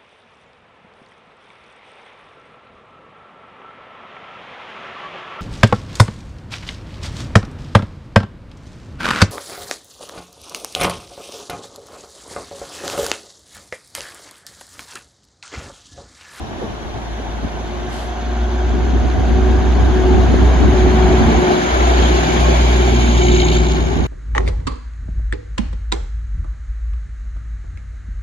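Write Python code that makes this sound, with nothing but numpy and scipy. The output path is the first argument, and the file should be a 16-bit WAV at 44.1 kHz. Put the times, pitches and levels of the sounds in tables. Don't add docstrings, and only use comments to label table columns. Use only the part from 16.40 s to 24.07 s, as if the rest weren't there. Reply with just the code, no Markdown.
import sys
import numpy as np
from scipy import signal
from scipy.fft import rfft, irfft, next_fast_len
from scipy.io import wavfile
from scipy.ndimage import uniform_filter1d, map_coordinates

SR = 44100
rng = np.random.default_rng(int(sys.argv[2]) if len(sys.argv) > 2 else 0)


def wav_out(sig):
    wavfile.write(sys.argv[1], SR, np.round(np.clip(np.atleast_2d(sig).T, -1, 1) * 32767).astype(np.int16))


N = 338158
TIME = np.arange(N) / SR

# t/s, exhaust strength/dB
THROTTLE = [(0.0, -23), (0.5, -16), (0.72, -9.5), (1.78, -11.5), (1.92, -3.5), (2.7, 0)]
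# t/s, lead of left port/ms, share of direct sound (0-1)
REAR_PLACE = [(0, -0.11, 0.07), (1.7, -0.041, 0.42), (3.9, -0.019, 0.3), (4.6, 0.01, 0), (5.9, -0.059, 0.1),
              (6.5, 0.27, 0.07), (7.05, 0.29, 0.45), (7.4, 0.18, 0.18)]
BOOM_DB, BOOM_DISTANCE_M = -11.9, 19
FLICKER_DB = 1.8


def undb(db):
    return 10 ** (np.asarray(db) / 20)


def curves(table):
    s, *columns = np.transpose(table)
    return [np.interp(TIME, s, c) for c in columns]


def unit(x):
    return x / np.sqrt(np.mean(x ** 2))


def noise(channels=2):
    return rng.standard_normal((channels, N))


def walk(rate_hz):
    hold = int(SR / rate_hz)
    steps = np.repeat(rng.standard_normal(N // hold + 1), hold)
    slewed = uniform_filter1d(uniform_filter1d(steps, hold), hold)
    return unit(slewed[:N])


def colour(x, spectrum):
    size = next_fast_len(N, True)
    f = np.maximum(np.fft.rfftfreq(size, 1 / SR), 1)
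    hz, db = np.transpose(spectrum)
    gain = undb(np.interp(np.log(f), np.log(hz), db, left=-80, right=-80))
    return unit(irfft(rfft(x, size) * gain, size)[..., :N])


def ports(x, lead_ms):
    half = lead_ms / 2000 * SR
    return np.array([map_coordinates(x, [np.arange(N) + side * half], order=3, mode="nearest")
                     for side in (1, -1)])


def diffuse(lead_ms):
    delays_ms = [0.28, 0.44]
    delayed_share, left_lean = 0.59, 0.2
    share = np.clip(delayed_share, 0, 1)
    lean = np.clip(left_lean + lead_ms / max(delays_ms), -1, 1)
    out = np.sqrt(1 - share) * noise()
    for ms in delays_ms:
        for side in (1, -1):
            wave = noise(channels=1)[0] * np.sqrt(share * (1 + side * lean) / (2 * len(delays_ms)))
            out += [wave, np.roll(wave, side * round(ms * SR / 1000))]
    return out


def radiate(x, lead_ms, direct):
    direct = np.clip(direct, 0, 1)
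    return np.sqrt(direct) * ports(x, lead_ms) + np.sqrt(1 - direct) * diffuse(lead_ms)


def nearness(behind_m, distance_m):
    speed_m_s, front_abreast_s = 7.27, 4.214
    along_m = speed_m_s * (TIME - front_abreast_s) - behind_m
    return distance_m / np.hypot(along_m, distance_m)


def heard(sound):
    # sound, behind front/m, effective distance/m, level abreast before fades/dB
    sources = [("boom", 3.9, BOOM_DISTANCE_M, BOOM_DB), ("second harmonic", 5, 1.4, -31),
               ("second harmonic", 18.2, 3.2, -24), ("fourth harmonic", -14, 5, -32),
               ("fourth harmonic", 3, 4, -31), ("fourth harmonic", 21, 4, -32), ("hum", 2.3, 5.3, -18),
               ("hum", 19.6, 1.34, -17.2), ("hum octave", -6, 10, -34.5), ("hum octave", 7.6, 1.7, -29),
               ("hum octave", 14, 1.1, -31), ("hum twelfth", 13.5, 2, -38), ("gear", 14, 2, -31),
               ("gear", 20.5, 2, -28), ("fan", 5, 1.95, -26), ("fan", 13.2, 0.5, -21.5),
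               ("fan", 21.3, 2.1, -24), ("final drive", 4.8, 0.8, -18.5), ("final drive", 12.4, 0.6, -26),
               ("final drive", 18.5, 1.4, -23.5), ("growl", 5, 5.2, -19.5), ("growl", 17.5, 3.9, -23.6),
               ("wheels", 8, 7.24, -20.5), ("block", 8.4, 6.77, -26), ("injectors", 11.8, 6.4, -28),
               ("injectors", 19.5, 3.3, -33.5), ("turbo", 11.7, 4.8, -36), ("turbo", 19.4, 1.3, -35),
               ("tapping", 20.5, 1.05, -26.3)]
    # sound, t/s, half length to 1/e/s, loss/dB
    fades = [("boom", 4.95, 0.2, 3), ("boom", 5.1, 0.08, 22), ("boom", 5.24, 0.09, 19),
             ("boom", 5.88, 0.1, 9.5), ("boom", 3.61, 0.05, 4.5), ("boom", 6.8, 0.18, -1.7),
             ("boom", 6.2, 0.2, -1.2), ("boom", 4.0, 0.3, -1.1), ("hum", 1.77, 0.23, 5.4),
             ("hum", 2.73, 0.16, 14.4), ("hum", 3.39, 0.15, 8), ("hum", 3.68, 0.12, -6.5),
             ("hum", 3.89, 0.045, 18), ("hum", 4.16, 0.095, 25), ("hum", 4.48, 0.089, 2.1),
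             ("hum", 5.14, 0.04, -4), ("hum", 5.35, 0.13, 7.5), ("hum", 6.68, 0.08, 9),
             ("hum", 6.15, 0.25, 3), ("hum", 4.87, 0.09, 3), ("hum", 3.08, 0.07, -3.5),
             ("hum", 7.47, 0.14, 9.7), ("growl", 5.33, 0.12, 7.9), ("fan", 5.38, 0.12, 16),
             ("fan", 6.55, 0.12, 13), ("final drive", 5.33, 0.1, 10), ("final drive", 5.8, 0.17, 12),
             ("final drive", 7.15, 0.1, 6), ("second harmonic", 5.3, 0.25, 12),
             ("second harmonic", 7.45, 0.2, 8)]
    power = sum((undb(db) * nearness(behind_m, distance_m)) ** 2
                for name, behind_m, distance_m, db in sources if name == sound)
    loss_db = sum(db * np.exp(-((TIME - s) / length_s) ** 2)
                  for name, s, length_s, db in fades if name == sound)
    return np.sqrt(power) * undb(-loss_db)


def shade():
    rear_abreast_s, shade_db_per_s = 7.19, 11
    return undb(-shade_db_per_s * np.maximum(TIME - rear_abreast_s, 0))


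def line(cycles, flutter_db, wander_rad):
    wave = np.sqrt(2) * np.sin(2 * np.pi * cycles + wander_rad * walk(22))
    return wave * undb(flutter_db * walk(25))


def strokes(firings, repeat, count=6):
    pattern = rng.standard_normal(int(count * SR * TIME[-1] / firings[-1]))
    again = pattern[(firings / count % 1 * len(pattern)).astype(int)]
    repeat = np.clip(repeat, 0, 1)
    return np.sqrt(repeat) * again + np.sqrt(1 - repeat) * noise(channels=1)[0]


def beating(firings, depth, scatter_db):
    force_db = scatter_db * rng.uniform(-np.sqrt(3), np.sqrt(3), int(firings[-1]) + 1)
    force = undb(force_db)[firings.astype(int)]
    burst = uniform_filter1d(force * np.exp(-(firings % 1) / 2.2), size=SR // 400)
    swell = 1 + depth * (burst / burst.mean() - 1)
    return swell / np.sqrt(uniform_filter1d(swell ** 2, size=SR // 4))


def flicker(x, spread_db, size=3):
    z = signal.stft(x, nperseg=512)[2]
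    patches = rng.standard_normal(z.shape[1:])
    patches = uniform_filter1d(uniform_filter1d(patches, size, axis=0), size, axis=1)
    return unit(signal.istft(z * undb(spread_db * unit(patches)))[1][:, :N])


def resonance(hz, width_hz, lead_ms, direct):
    lowpass = signal.butter(2, width_hz / 2, fs=SR, output="sos")
    slow = signal.sosfilt(lowpass, noise(channels=3) + 1j * noise(channels=3))
    carrier = np.exp(2j * np.pi * np.cumsum(hz * np.ones(N)) / SR)
    common, *own = unit(np.real(slow * carrier))
    direct = np.clip(direct, 0, 1)
    return np.sqrt(direct) * ports(common, lead_ms) + np.sqrt(1 - direct) * np.array(own)


def exhaust(firings, lead_ms):
    throttle_db = curves(THROTTLE)[0]
    boom = heard("boom") * undb(throttle_db) * shade()
    out = boom * line(firings, flutter_db=0.94, wander_rad=0.081)
    fourth = heard("fourth harmonic") * undb(0.5 * throttle_db)
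    out += fourth * line(4 * firings, flutter_db=1.8, wander_rad=0.15)
    return ports(out, 0.4 * lead_ms)


def engine_hum(hum_hz, lead_ms):
    load_db_per_db = 0.19
    cycles = np.cumsum(hum_hz) / SR
    hum = heard("hum") * line(cycles, flutter_db=1.3, wander_rad=0.12)
    hum += heard("hum octave") * line(2 * cycles, flutter_db=1.6, wander_rad=0.12)
    hum += heard("hum twelfth") * line(3 * cycles, flutter_db=5.0, wander_rad=0.3)
    pulling = np.interp(TIME, [1.1, 1.35], [0.25, 1]) * undb(load_db_per_db * curves(THROTTLE)[0])
    return ports(pulling * hum, 2.0 * lead_ms)


def machinery(firings, lead_ms):
    # t/s, f/Hz
    drive_pitch = [(3, 219.7), (4.9, 224.5), (6.7, 234.7), (7.67, 232)]
    # t/s, f/Hz
    gear_pitch = [(5.9, 386.5), (6.4, 385), (6.9, 379), (7.5, 375)]
    fan_ratio = 2.655
    drive_cycles = np.cumsum(curves(drive_pitch)[0]) / SR
    gear_cycles = np.cumsum(curves(gear_pitch)[0]) / SR
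    near = heard("second harmonic") * line(2 * firings, flutter_db=2.0, wander_rad=0.091)
    near += heard("fan") * line(fan_ratio * firings, flutter_db=1.5, wander_rad=0.12)
    near += heard("final drive") * line(drive_cycles, flutter_db=1.4, wander_rad=0.13)
    near += heard("gear") * line(gear_cycles, flutter_db=5.0, wander_rad=0.38)
    return ports(near, 2.0 * lead_ms)


def engine_growl(firings, lead_ms):
    # f/Hz, relative density/dB per Hz
    growl_spectrum = [(20, -12), (40, -21), (80, 1.5), (115, -12), (170, -1.5), (250, -1.5), (340, -1.7),
                      (420, -3.5), (520, -26.5), (900, -9)]
    load_db_per_db = 0.5
    chug = strokes(firings, repeat=0.39) * beating(firings, 1.0, scatter_db=2.5)
    growl = colour(ports(chug, 0.85 * lead_ms), growl_spectrum)
    return heard("growl") * undb(load_db_per_db * curves(THROTTLE)[0]) * growl


def breeze():
    # f/Hz, relative density/dB per Hz
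    wind_spectrum = [(20, -19), (45, 1), (85, 7), (135, -3), (260, 0), (420, -6), (600, -22.5), (1200, -23)]
    # t/s, level/dB
    breeze_level = [(0, -29), (0.4, -32), (1.05, -30), (1.4, -32), (2.15, -32), (2.35, -20.5), (3.1, -18.5),
                    (3.8, -15.5), (4.95, -17.5), (5.12, -27), (6.3, -25), (7.67, -20.5)]
    eddies = colour(ports(noise(channels=1)[0], lead_ms=-1.37) + 2.3 * noise(), wind_spectrum)
    gusts = unit(eddies * undb(2.4 * np.array([walk(24), walk(24)])))
    return undb(curves(breeze_level)[0]) * gusts


def wheels(firings, lead_ms, direct):
    # f/Hz, relative density/dB per Hz
    wheel_spectrum = [(300, 0), (480, -6), (600, -0.5), (730, 1.9), (900, -2.5), (1080, -5), (1300, -11),
                      (1800, -31.5), (3000, -72)]
    far_roll_db = -37.5
    rolling = radiate(strokes(firings, repeat=0.5), lead_ms, direct + 0.13)
    roar = colour(flicker(rolling, spread_db=1.1), wheel_spectrum)
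    pan_db = 1.7 + 8 * lead_ms
    facing = undb(np.array([pan_db, -pan_db]) / 2)
    facing = facing / np.sqrt(np.mean(facing ** 2, axis=0))
    level = np.hypot(heard("wheels"), undb(far_roll_db))
    return level * roar * facing * undb(0.78 * walk(24))


def engine_block(firings, lead_ms, direct, beat):
    # f/Hz, relative density/dB per Hz
    block_spectrum = [(900, -22), (1350, 4), (1560, 6.5), (1900, 0.5), (2260, -1), (2600, -8.5),
                      (4000, -23.5)]
    knocking = flicker(radiate(strokes(firings, repeat=0.26), lead_ms, direct), FLICKER_DB)
    knocking = colour(knocking * beating(firings, 0.44 * beat, scatter_db=5.5), block_spectrum)
    return heard("block") * knocking


def chinks(count=1200):
    out = np.zeros(N + SR)
    age = np.arange(SR // 25) / SR
    for when, pitch, force, damping in rng.random((count, 4)):
        hz = 1500 * 3.1 ** pitch
        decay_s = 0.004 + 0.008 * damping
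        onset = np.minimum(age / 0.0005, 1)
        ring = np.sin(2 * np.pi * hz * age) * np.exp(-age / decay_s) * onset
        start = int(when * N)
        out[start:start + len(age)] += undb(6 * force) * ring
    return unit(out[:N])


def injectors(firings, beat):
    # f/Hz, relative density/dB per Hz
    injector_spectrum = [(1700, -7), (2500, -0.5), (3100, 4.5), (3800, 1.5), (4500, -4), (5400, -7),
                         (6600, -6.5), (7400, -10.5), (8200, -59.5), (10500, -12), (12000, -26.5)]
    rear_ms, rear_direct = curves(REAR_PLACE)
    ticks = flicker(radiate(strokes(firings, repeat=0.25), rear_ms, rear_direct), FLICKER_DB)
    ticks = colour(ticks * beating(firings, 0.35 * beat, scatter_db=7.0), injector_spectrum)
    metal = ports(chinks(), rear_ms) * undb(-9)
    return heard("injectors") * shade() * (metal + ticks)


def turbo(firings, lead_ms, direct, beat):
    top_hz, rise_hz, spool_s = 6640, 912, 2.2
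    hz = top_hz - rise_hz * np.exp(-TIME / spool_s)
    throb = beating(firings, 1.24 * beat, scatter_db=3.5)
    return heard("turbo") * shade() * throb * resonance(hz, 360, lead_ms, 1.8 * direct)


def knocks():
    # t/s, peak/dB, f/Hz, decay/s, width/octaves
    knock_table = [(0.09, -21, 260, 0.033, 0.98), (0.211, -16.5, 413, 0.0067, 0.5),
                   (0.225, -17, 220, 0.018, 1.75), (0.557, -17.5, 114, 0.0067, 2.9),
                   (0.795, -17.5, 320, 0.0033, 0.51), (1.024, -19.5, 330, 0.0078, 0.74),
                   (1.039, -17, 134, 0.004, 1.3), (2.982, -18, 351, 0.0045, 1.6),
                   (3.937, -6.5, 540, 0.0025, 0.91)]
    out = np.zeros((2, N))
    age = np.arange(SR // 6) / SR
    for s, db, hz, decay_s, octaves in knock_table:
        burst = rng.standard_normal((2, len(age))) * age * np.exp(-age / decay_s)
        band = signal.butter(2, hz * np.sqrt([.5, 2]) ** octaves, "bandpass", fs=SR)
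        ring = signal.lfilter(*band, burst + burst.mean(axis=0))
        start = int(s * SR)
        out[:, start:start + len(age)] += undb(db) * ring / np.abs(ring).max()
    return out


def air():
    # t/s, level/dB
    air_level = [(1.48, -56), (1.53, -40.5), (1.63, -43), (1.85, -75.5)]
    # f/Hz, relative density/dB per Hz
    air_spectrum = [(1500, -19), (3000, 1.5), (8500, -8.5), (12000, -10.5)]
    return undb(curves(air_level)[0]) * colour(noise(), air_spectrum)


def rattles(firings, lead_ms, direct, beat):
    # t/s, half length to 1/e/s, f/Hz, level/dB
    rattle_table = [(3.4, 2.05, 1554, -40.5), (4.97, 0.74, 2264, -36), (4.93, 0.45, 880, -32),
                    (4.68, 0.32, 710, -30), (5.634, 0.05, 3244, -29.5), (6.02, 0.46, 588.6, -30.5),
                    (6.12, 0.069, 630, -23), (6.07, 0.7, 1620, -40), (6.28, 0.95, 2290, -33)]
    out = 0
    for s, length_s, hz, db in rattle_table:
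        abreast = np.exp(-((TIME - s) / length_s) ** 2)
        buzz = resonance(hz + 40 * walk(40), 233, lead_ms, direct)
        out = out + undb(db) * abreast * beating(firings, 1.0 * beat, scatter_db=3) * buzz
    return out


def tapping(firings, lead_ms):
    # f/Hz, width/Hz, level before colouring/dB
    cover_modes = [(2290, 170, -2), (3030, 210, -0.5), (3730, 140, -1), (4100, 300, -6), (6600, 230, -4),
                   (7150, 250, -10)]
    # t/s, strength over an ordinary tick/dB, f/Hz
    hard_ticks = [(6.5625, 13, 3970), (6.6125, 9, 3000), (6.814, 8, 3060), (6.832, 8, 6700),
                  (6.882, 9.5, 2480), (6.916, 4.5, 6600), (6.9506, 4, 6610), (6.9835, 3.5, 2250),
                  (6.998, 7.5, 3750), (7.0159, 5.5, 2970), (7.0838, 7, 3700), (7.1177, 5, 2990)]
    tick_db_per_octave = 9
    tick_swell_s = 0.0028
    force_scatter_db, slop_firings = 2.4, 0.1

    def swell(age):
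        return age * np.exp(-age / tick_swell_s)

    count = firings - np.interp(hard_ticks[0][0], TIME, firings) + slop_firings * walk(70)
    soft = swell(count % 1 / np.gradient(firings, TIME))
    grit = radiate(noise(channels=1)[0], lead_ms, direct=0.43)
    tick = swell(np.arange(SR // 30) / SR)
    rings = 0
    for hz, width_hz, db in cover_modes:
        blows = soft * undb(force_scatter_db * walk(120))
        for s, strength_db, pitch_hz in hard_ticks:
            span = slice(int(s * SR), int(s * SR) + len(tick))
            blow_db = strength_db - tick_db_per_octave * abs(np.log2(hz / pitch_hz))
            blows[span] = np.maximum(blows[span], tick * undb(blow_db))
        ring = signal.lfilter(*signal.iirpeak(hz, hz / width_hz, fs=SR), blows * grit)
        rings = rings + undb(db) * unit(ring)
    spectrum = [(1500, -26), (2200, 4.5), (4200, -3.0), (5300, -4.5), (6500, 3), (7300, -3.5), (8000, -40)]
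    return heard("tapping") * colour(rings, spectrum)


def scene():
    # t/s, firing rate/Hz, hum near six times that/Hz
    engine_speed = [(0.0, 56.02, 347), (0.8, 56.36, 354.4), (2.0, 59.12, 363.4), (2.5, 60.49, 365.7),
                    (3.0, 61.14, 370.6), (4.7, 61.46, 368.2), (5.4, 61.21, 359.8), (6.3, 60.53, 360.4),
                    (7.0, 59.46, 358.7), (7.67, 59.52, 356.3)]
    # t/s, lead of left port/ms, share of direct sound (0-1)
    car_place = [(0, -0.1, 0.14), (2.0, -0.07, 0.37), (4.1, 0.09, 0.41), (4.7, 0.071, 0.26),
                 (5.2, 0.32, 0.1), (6.2, 0.35, 0), (7.05, 0.28, 0.13), (7.4, 0.27, 0.05)]
    firing_hz, hum_hz = curves(engine_speed)
    lead_ms, direct = curves(car_place)
    rear_ms, rear_direct = curves(REAR_PLACE)
    beat = 0.22 + 0.74 * nearness(behind_m=21, distance_m=3.2) ** 2
    firings = np.cumsum(firing_hz) / SR
    out = exhaust(firings, lead_ms) + engine_hum(hum_hz, lead_ms) + machinery(firings, lead_ms)
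    out += engine_growl(firings, lead_ms) + breeze()
    out += wheels(firings, lead_ms, direct)
    out += engine_block(firings, lead_ms, direct, beat) + injectors(firings, beat)
    out += turbo(firings, rear_ms, rear_direct, beat)
    out += knocks() + air()
    out += rattles(firings, lead_ms, direct, beat)
    return out + tapping(firings, rear_ms)


def record(dry):
    top_hz = 11900
    rounded = dry / (1 + dry ** 8) ** (1 / 8)
    return signal.sosfilt(signal.ellip(8, .2, 70, top_hz, fs=SR, output="sos"), rounded)


dry = scene()
out = record(dry)
wav_out(out)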